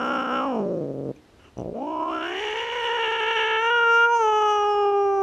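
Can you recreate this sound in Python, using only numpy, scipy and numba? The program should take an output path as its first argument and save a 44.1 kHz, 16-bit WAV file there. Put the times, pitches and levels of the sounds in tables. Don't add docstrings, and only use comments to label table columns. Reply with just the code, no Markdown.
import sys
import numpy as np
from scipy import signal
from scipy.fft import rfft, irfft, next_fast_len
from scipy.io import wavfile
from scipy.ndimage import uniform_filter1d
from numba import njit

SR = 44100
rng = np.random.default_rng(int(sys.argv[2]) if len(sys.argv) > 2 else 0)


def to_wav(s):
    ch = np.atleast_2d(s).T
    pcm = np.round(np.clip(ch, -1, 1) * 32767)
    wavfile.write(sys.argv[1], SR, pcm.astype(np.int16))


def amplitude_ratio(level_db):
    exponent = np.asarray(level_db, float) / 20
    return 10 ** exponent


N = 230466
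TIME = np.arange(N) / SR
SHUT_S = 1.118
PARK_DB = -54.5

# (frequency [Hz], width [Hz], level [dB])
THROAT_RESONANCES = [(2910, 317, 3.5), (2250, 300, -10.5), (3297, 140, -8)]
# (time [s], first slap [dB], gap to second [s], second slap [dB])
SLAPS = [(1.5712, -24.5, 0.0045, -46), (1.581, -31, 0.0059, -17.5), (1.5961, -21.5, 0.0073, -18),
         (1.613, -25, 0.006, -18), (1.6296, -22, .006, -40), (1.6397, -31.5, .0061, -22.5),
         (1.6585, -20, .0061, -23.5), (1.6757, -22.5, .0053, -22.5), (1.6925, -21, .0052, -23),
         (1.7115, -29.5, .0051, -26.5), (1.7238, -29.5, .0044, -24.5)]


@njit
def low_pass(x, hz, damping):
    low, band_state, low_state = np.empty(len(x)), 0., 0.
    for i in range(len(x)):
        g = np.tan(np.pi * hz[i] / SR)
        band = (band_state + g * (x[i] - low_state)) / (1 + g * (g + damping[i]))
        low[i] = low_state + g * band
        band_state = 2 * band - band_state
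        low_state = low_state + 2 * g * band
    return low


def moving_low_pass(x, hz, damping):
    return low_pass(x, hz, damping + 0 * hz)


def butter(x, order, hz, kind="low"):
    return signal.sosfilt(signal.butter(order, hz, kind, fs=SR, output="sos"), x)


def ring(x, hz, width):
    return signal.lfilter(*signal.iirpeak(hz, hz / width, SR), x)


def tract(x, modes):
    out = 0
    for k, (hz, width, db) in enumerate(modes):
        out = out + (-1) ** k * amplitude_ratio(db) * ring(ring(x, hz, width), hz, 2 * width)
    return out


def curves(table):
    s, *columns = np.transpose(table)
    return [np.interp(TIME, s, column) for column in columns]


def smooth_twice(x, s):
    k = int(s * SR)
    return uniform_filter1d(uniform_filter1d(x, k), k)


def hold(x, db):
    return x * amplitude_ratio(db) / np.sqrt(smooth_twice(x ** 2, 0.1) + 1e-18)


def per_cycle(cycles):
    return np.interp(cycles, np.arange(N // 50), rng.standard_normal(N // 50))


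def delay(x, s):
    return np.interp(TIME - s, TIME, x, left=0)


def flap(hz, depth_db):
    unsteady_hz = hz * (1 + .1 * per_cycle(np.cumsum(hz) / SR))
    cycles = np.cumsum(unsteady_hz) / SR
    size = amplitude_ratio(3.5 * rng.standard_normal(N // 50))[cycles.astype(int)]
    width = .25 - .011 * depth_db
    dip = np.minimum(size, 1.5) * np.exp(-((cycles % 1 - .5) / width) ** 2)
    return depth_db * (dip - uniform_filter1d(dip, int(.04 * SR)))


def folds(hz, spread, lean):
    unrest = np.cumsum(np.minimum(hz, 190)) / SR
    phase = 2 * np.pi * np.cumsum(hz * (1 + spread * per_cycle(unrest))) / SR
    turn = np.exp(-hz / 2600 + 1j * phase)
    size_db = np.minimum(35 * spread, 5) * per_cycle(unrest)
    all_multiples = turn / (1 - turn)
    pulses = -np.real(np.exp(-1j * (.9 + lean)) * all_multiples) * amplitude_ratio(size_db)
    puffs = rng.standard_normal(N) * (1 + 1.7 * np.cos(phase))
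    return hold(pulses, 0), butter(puffs, 2, 1300, "high")


def chest_and_mouth(source, hz, slack, choke_db, chest_db, mouth_hz, press_db, cut, gape_db):
    chest_source = source * amplitude_ratio(0.21 * choke_db)
    chest = moving_low_pass(chest_source, np.clip(cut, 1.1, 6) * hz, 1.48 - 0.56 * slack)
    chest = hold(chest, chest_db + 4.0)
    mouth_damping = 0.081 + 0.16 * np.clip((215 - hz) / 75.6, 0, 1)
    mouth = hold(moving_low_pass(source, mouth_hz, mouth_damping), chest_db + press_db)
    voice = moving_low_pass(chest - mouth, 1.8 * mouth_hz, 0.87)
    voice = moving_low_pass(voice, 1.54 * mouth_hz, 1.09)
    voice = voice - moving_low_pass(voice, .4 * hz, 1.4)
    voice = voice + 0.57 * np.clip((gape_db + 3.5) / 3, 0, 1) * ring(voice, 940, 120)
    return voice - 0.45 * np.clip(gape_db - .3, 0, 1) * ring(voice, 1320, 350)


def nose_and_cheek(source, chest_db, gape_db):
    # (frequency [Hz], width [Hz], level [dB])
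    nose_modes = [(1150, 350, 0)]
    cheek_modes = [(2437, 220, 0)]
    nose = hold(tract(source, nose_modes), chest_db - 22)
    return nose + hold(tract(source, cheek_modes), chest_db - 30.5 + np.minimum(gape_db + 31, 0))


def torn_air(puffs, choke_db, chest_db, breath_db, gape_db):
    # (frequency [Hz], width [Hz], level [dB])
    nose_air_modes = [(680, 420, 0)]
    rasp_modes = [(4070, 1500, 10), (6400, 1400, 9), (8300, 1000, -8), (11900, 1600, -19)]
    fray_modes = [(2250, 300, 0)]
    nose_air_db = chest_db - 40 + 3 * np.minimum(-10.5 - gape_db, 0)
    fray_db = chest_db - 3.5 + 2 * np.minimum(breath_db, 0) + np.minimum(gape_db, 0)
    nose_air = hold(tract(rng.standard_normal(N), nose_air_modes), nose_air_db)
    rasp = hold(tract(puffs, rasp_modes), chest_db - 22 + 0.67 * breath_db)
    return nose_air + rasp + hold(tract(puffs * amplitude_ratio(-choke_db), fray_modes), fray_db)


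def throat(source, choke_db, depth_db, chest_db, gape_db):
    top = amplitude_ratio(0.7 * np.minimum(gape_db + 2, 0)) * tract(source, THROAT_RESONANCES[-1:])
    rung = tract(source, THROAT_RESONANCES[:-1]) + top
    rung = butter(rung, 4, 3650)
    level_db = chest_db + np.minimum(gape_db, 1.2) + 1.2 * np.minimum(depth_db, 1.5) * per_cycle(22 * TIME)
    return hold(rung * amplitude_ratio(-0.75 * delay(choke_db, .003)), level_db)


def palate_and_teeth(hiss, chest_db, press_db, gape_db):
    # (frequency [Hz], width [Hz], level [dB])
    palate_modes = [(6935, 210, 2.5), (3900, 220, -22.5), (8720, 800, -4.5), (11400, 860, -16.5),
                    (12500, 800, -11.5)]
    # (time [s], frequency [Hz], level [dB])
    tongue_moves = [(0, 5470, 5.5), (.5, 5440, 1.5), (1.6, 5900, -3), (2.0, 5250, 0), (2.4, 5640, -2.5),
                    (3.0, 5630, -5.5), (3.6, 5900, -3), (3.8, 5890, -3.5), (3.93, 5820, 2.5),
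                    (4.05, 5970, -2.5), (4.17, 6230, 2.5), (4.3, 6150, -5.5), (4.55, 5990, 2.5),
                    (4.75, 5310, 3), (4.9, 5290, -2.5), (5.1, 5780, 5.5)]
    tongue_hz, tongue_db = curves(tongue_moves)
    teeth = amplitude_ratio(-17.0) * moving_low_pass(tract(hiss, [(5900, 2140, 0.02)]), tongue_hz, 0.039)
    level_db = chest_db - 22 + 0.53 * gape_db - 0.061 * press_db + tongue_db
    level_db = level_db + 0.0355 * np.maximum(tongue_hz - 5887, 0)
    return hold(tract(hiss, palate_modes) + teeth, level_db + 2.1 * per_cycle(18 * TIME))


def cat():
    # (time [s], pitch [Hz], effort as level of the fundamental [dB])
    calls = [(.024, 238.2, -33), (.144, 253.3, -32), (.284, 241.5, -34), (.33, 251.3, -31.5),
             (.38, 250.8, -32.5), (.48, 275, -30.5), (.6, 203.3, -28.5), (.674, 180, -31),
             (.72, 176.8, -32.5), (.814, 148.5, -35), (.85, 143, -34.5), (.97, 134, -39),
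             (1.066, 136, -37.5), (1.116, 125.2, -36.5), (1.74, 210, -39), (1.8, 247.5, -36),
             (1.92, 324, -36.5), (1.97, 306.4, -36), (2.13, 323.8, -35.5), (2.19, 312.7, -36),
             (2.29, 351.5, -38), (2.4, 400, -35.5), (2.44, 428.4, -35.5), (2.48, 413.4, -35.5),
             (2.65, 467.8, -35.5), (2.68, 460.8, -35), (2.79, 483.3, -34), (2.82, 460, -34.5),
             (2.856, 482, -32), (2.904, 453.5, -31.5), (2.942, 475.3, -31), (3.068, 442, -31.5),
             (3.126, 455, -31.5), (3.216, 441.6, -31), (3.38, 453.3, -29), (3.45, 444.6, -29.5),
             (3.58, 444.4, -29), (3.7, 466, -29), (3.735, 473.3, -29), (3.8, 468.8, -29),
             (3.886, 463.9, -27), (4.0, 467.6, -27.5), (4.13, 473.7, -26), (4.186, 462, -28),
             (4.212, 449, -25), (4.25, 433.8, -25), (4.32, 427.7, -25.5), (4.41, 425, -26),
             (4.644, 412.4, -26.5), (4.706, 414.7, -26), (4.74, 411.3, -27), (4.796, 409.3, -25),
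             (4.876, 404, -25), (5.046, 400.2, -26), (5.065, 397, -25.5), (5.156, 394, -26),
             (5.23, 390, -25.5)]
    # (time [s], resonance [Hz], press of the folds [dB], chest cut-off [multiples of pitch], jaw gape [dB])
    mouth_moves = [(.37, 1386, 3, 2.6, -8.5), (.45, 1158, 2.5, 2.9, -17), (.56, 580, -8.5, 2.8, -27.5),
                   (.66, 557, 3.5, 2.2, -43), (1.12, 494, 4, 1.8, -48.5), (1.58, 698.6, 6.5, 1.8, -23),
                   (1.72, 463, 8.5, 2.0, -38.5), (1.79, 715, 3.5, 1.9, -29), (1.88, 975, 1.5, 1.9, -20),
                   (2.05, 1047, 8, 1.8, -16), (2.1, 1103, 4.5, 1.8, -10), (2.15, 1356, 2.5, 1.7, -8),
                   (2.22, 1440, 4.5, 1.7, -2), (2.38, 1950, -2.5, 1.5, 1.5), (2.75, 1890, -2, 2.1, 1),
                   (3.2, 1708, 1, 2.7, 0.5), (3.45, 1670, 2.5, 3.2, 1), (3.6, 1655, 1.5, 2.7, -0.06),
                   (3.78, 1496, 6, 1.5, -2.5), (3.92, 1410, 8.5, 1.8, -6.5), (4.0, 1367, 11, 2.0, -3),
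                   (4.05, 1350, 9, 2.0, -4.5), (4.08, 1300, 4, 2.2, -23.5), (4.115, 1148, 6.5, 2.2, -18),
                   (4.16, 1105, 5, 2.0, -14.5), (4.21, 1150, 2, 2.0, -19), (4.28, 1038, 2.5, 2.3, -13),
                   (4.5, 1093, 4.5, 2.4, -10.5), (4.7, 1053, 2, 2.0, -15.5), (4.9, 1078, -3, 1.6, -21.5),
                   (5.23, 1140, -4, 1.5, -37.5)]
    # (time [s], flap rate [Hz], choke [dB], spread of cycle length [0-1], breath under the pulses [dB])
    roughness = [(0, 65, 9, .024, -21), (.4, 60, 8, .02, -21), (.5, 53, 2, .01, -26),
                 (.66, 51, 6.5, .04, -26), (1.12, 54, 7.5, .045, -26), (1.57, 63, 9, .04, -24),
                 (1.74, 62.5, 7, .04, -24), (1.9, 63, 6.5, .036, -19), (1.96, 63, 9, .026, -21),
                 (2.2, 68, 9, .028, -8), (2.4, 69, 4.2, .036, 4), (2.74, 67.5, 3.2, .028, 2),
                 (2.85, 66, 3.4, .02, -6), (3.2, 64, 3.4, .018, -9), (3.45, 63, 3, .018, -12),
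                 (3.6, 62.5, 1.8, .011, -20), (3.68, 61, 1.1, .008, -25), (3.76, 60, .8, .006, -28),
                 (3.86, 58.5, .3, .002, -40), (4.12, 55, .2, .002, -42), (4.22, 52.5, .3, .002, -40),
                 (4.3, 52.5, .65, .004, -33), (4.72, 51, .65, .004, -34), (4.92, 50, .6, .004, -38),
                 (5.05, 49, .25, .002, -42)]
    hz, chest_db = curves(calls)
    mouth_hz, press_db, cut, gape_db = curves(mouth_moves)
    flap_hz, depth_db, spread, breath_db = curves(roughness)

    choke_db = flap(flap_hz, depth_db)
    hz = hz * (1 + .4 * np.minimum(spread, .03) * per_cycle(17 * TIME))
    slack = np.clip((300 - hz) / 130, 0, 1)
    drop_per_db = .027 * (1 + .7 * np.minimum(2 * slack, 1))
    lean = 2.8 * np.clip((360 - hz) / 130, 0, 1)
    pulses, puffs = folds(hz * (1 - drop_per_db * choke_db), spread, lean)
    choke_db = choke_db * np.clip(depth_db / 7, .7, 1)

    source = amplitude_ratio(-choke_db) * (pulses + amplitude_ratio(breath_db) * puffs)
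    source = butter(source, 2, 95, "high")
    treble_breath_db = .6 * breath_db - 4 + np.minimum(breath_db + 33, 0)
    hiss = amplitude_ratio(-choke_db) * (pulses + amplitude_ratio(treble_breath_db) * puffs)

    voice = chest_and_mouth(source, hz, slack, choke_db, chest_db, mouth_hz, press_db, cut, gape_db)
    voice = voice + nose_and_cheek(source, chest_db, gape_db)
    voice = voice + torn_air(puffs, choke_db, chest_db, breath_db, gape_db)
    voice = voice + throat(source, choke_db, depth_db, chest_db, gape_db)
    voice = voice + palate_and_teeth(hiss, chest_db, press_db, gape_db)
    voice = voice - .7 * np.clip((TIME - 3.9) / 0.099, 0, 1) * ring(voice, 1934, 270)
    catch = np.clip(per_cycle(55 * TIME), 0, 1.6) ** 2
    voice = voice * amplitude_ratio(-1.3 * np.minimum(depth_db, .9) * catch)
    open_s = 1.734
    return voice * np.interp(TIME, [SHUT_S - 0.006, SHUT_S, open_s, open_s + 0.0097], [1, 0, 0, 1])


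def park():
    # (frequency [Hz], level per Hz [dB])
    park_spectrum = [(25, -24), (65, 2), (130, -12), (300, -8.5), (1000, -21), (4000, -28), (8000, -39),
                     (13000, -41.5)]
    out, swell = 0, per_cycle(2.2 * TIME)
    hz_at, db_at = np.transpose(park_spectrum)
    for hz in 30 * 2 ** np.arange(0, 8.9, .5):
        db = np.interp(np.log(hz), np.log(hz_at), db_at) + 10 * np.log10(hz)
        db = db + 0.44 * swell + 1.0 * per_cycle(9 * TIME)
        mid, side = (ring(ring(rng.standard_normal(N), hz, hz / 2), hz, hz) / np.sqrt(hz) for _ in range(2))
        out = out + amplitude_ratio(db) * np.array([mid, min(hz / 9000, .6) * side])
    return out * amplitude_ratio(PARK_DB) / np.std(out[0])


def gasp():
    # (frequency [Hz], width [Hz], level [dB])
    gasp_modes = [(354, 250, 0.5), (1300, 740, -6), (2840, 340, -4.5), (5900, 896, -21.5)]
    # (time [s], peak [dB], frequency [Hz])
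    lip_ticks = [
        (1.163, -49.5, 2424),
        (1.162, -56.5, 6200),
        (1.579, -45.5, 5910),
        (1.597, -46.5, 5900),
        (1.611, -53, 5900),
        (4.166, -35, 1150),
    ]
    air = tract(rng.standard_normal(N) * amplitude_ratio(2.5 * per_cycle(60 * TIME)), gasp_modes)
    start, gasp_db, leak_db = 1.388, -57, -92
    end = start + .095
    air_db = np.interp(TIME, [SHUT_S, start, start + .004, end, end + .014, end + .074],
                       [leak_db, leak_db + 12, gasp_db, gasp_db + 4, gasp_db - 8.5, leak_db])
    out = hold(air, air_db) * ((TIME > SHUT_S) & (TIME < SLAPS[0][0]))
    for s, db, hz in lip_ticks:
        after = np.maximum(TIME - s, 0)
        out = out + amplitude_ratio(db) * np.exp(-after / 0.0034) * np.sin(2 * np.pi * hz * after)
    return out


def moan():
    # (time [s], pitch [Hz], level [dB])
    hum = [
        (1.135, 308, -71.5),
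        (1.16, 296, -53.5),
        (1.21, 306.4, -53.5),
        (1.27, 299, -73),
    ]
    hz, db = curves(hum)
    tone = np.sin(2 * np.pi * np.cumsum(hz) / SR)
    return amplitude_ratio(db + 5.4 * per_cycle(70 * TIME)) * tone * (db > hum[0][2])


def croak():
    # (time [s], resonance [Hz], damping [width over centre])
    creak_mouth = [
        (1.57, 742, 0.89),
        (1.65, 597, 0.38),
        (1.73, 486, 0.22),
    ]
    flow = np.zeros(N)
    for s, first_db, gap, second_db in SLAPS:
        for at, db in ((s, first_db), (s + gap, second_db)):
            flow = flow + amplitude_ratio(db) * np.exp(np.minimum(TIME - at, 0) / 0.00074) * (TIME < at)
    hz, damping = curves(creak_mouth)
    rung = moving_low_pass(flow, hz, np.clip(damping, .1, 2))
    rung = moving_low_pass(rung, 1.4 * hz, 1.4)
    wet = flow * np.exp(-np.maximum(TIME - 1.61, 0) / 0.027)
    spit = tract(wet * rng.standard_normal(N), [(6200, 3200, 0)])
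    rung = rung + amplitude_ratio(-13.5) * tract(wet, THROAT_RESONANCES) + amplitude_ratio(-30.5) * spit
    return amplitude_ratio(3.5) * (rung - smooth_twice(rung, 0.0075))


def patchy(x):
    size = next_fast_len(N)
    spectrum, hz, out = rfft(x, size), np.arange(size // 2 + 1) * SR / size, 0
    edges = [90, 180, 340, 690, 1100, 1600, 2000, 2500, 3300, 3800, 4700, 6500, 7500, 10000, 13000]
    for low, high in zip(edges, edges[1:]):
        heard = 1. * (per_cycle(rng.uniform(5, 9) * TIME) > .45)
        band = irfft(spectrum * ((hz >= low) & (hz < high)), size)[:N]
        out = out + uniform_filter1d(heard, 600) * band
    return out


def scene():
    # (delay [s], level [dB])
    echo_paths = [
        (.0031, -25),
        (0.014, -21),
        (0.037, -28),
        (.052, -26),
        (0.082, -30),
    ]
    near = cat() + croak() + gasp() + moan()
    mid = near + sum(amplitude_ratio(db) * delay(near, s) for s, db in echo_paths)
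    over_db = 10 * np.log10(1 + uniform_filter1d(near ** 2, int(.3 * SR)) / amplitude_ratio(2 * PARK_DB))
    air, air_side = park() * amplitude_ratio(-0.041 * over_db)
    lean = 1.68 * delay(near + 1.9 * ring(near, 5500, 3000), .0016)
    turned = np.clip((TIME - 0.483) / .03, 0, 1)
    side = amplitude_ratio(-23.5 + 1 * TIME) * turned * patchy(lean + 8 * air_side)
    return mid + air + np.array([side, -side])


def top_cut(x):
    return signal.sosfilt(signal.butter(12, 13450, fs=SR, output="sos"), x)


def record(dry):
    mix = dry * np.minimum((TIME[-1] - TIME) / .0004, 1)
    return top_cut(mix)


dry = scene()
out = record(dry)
to_wav(out)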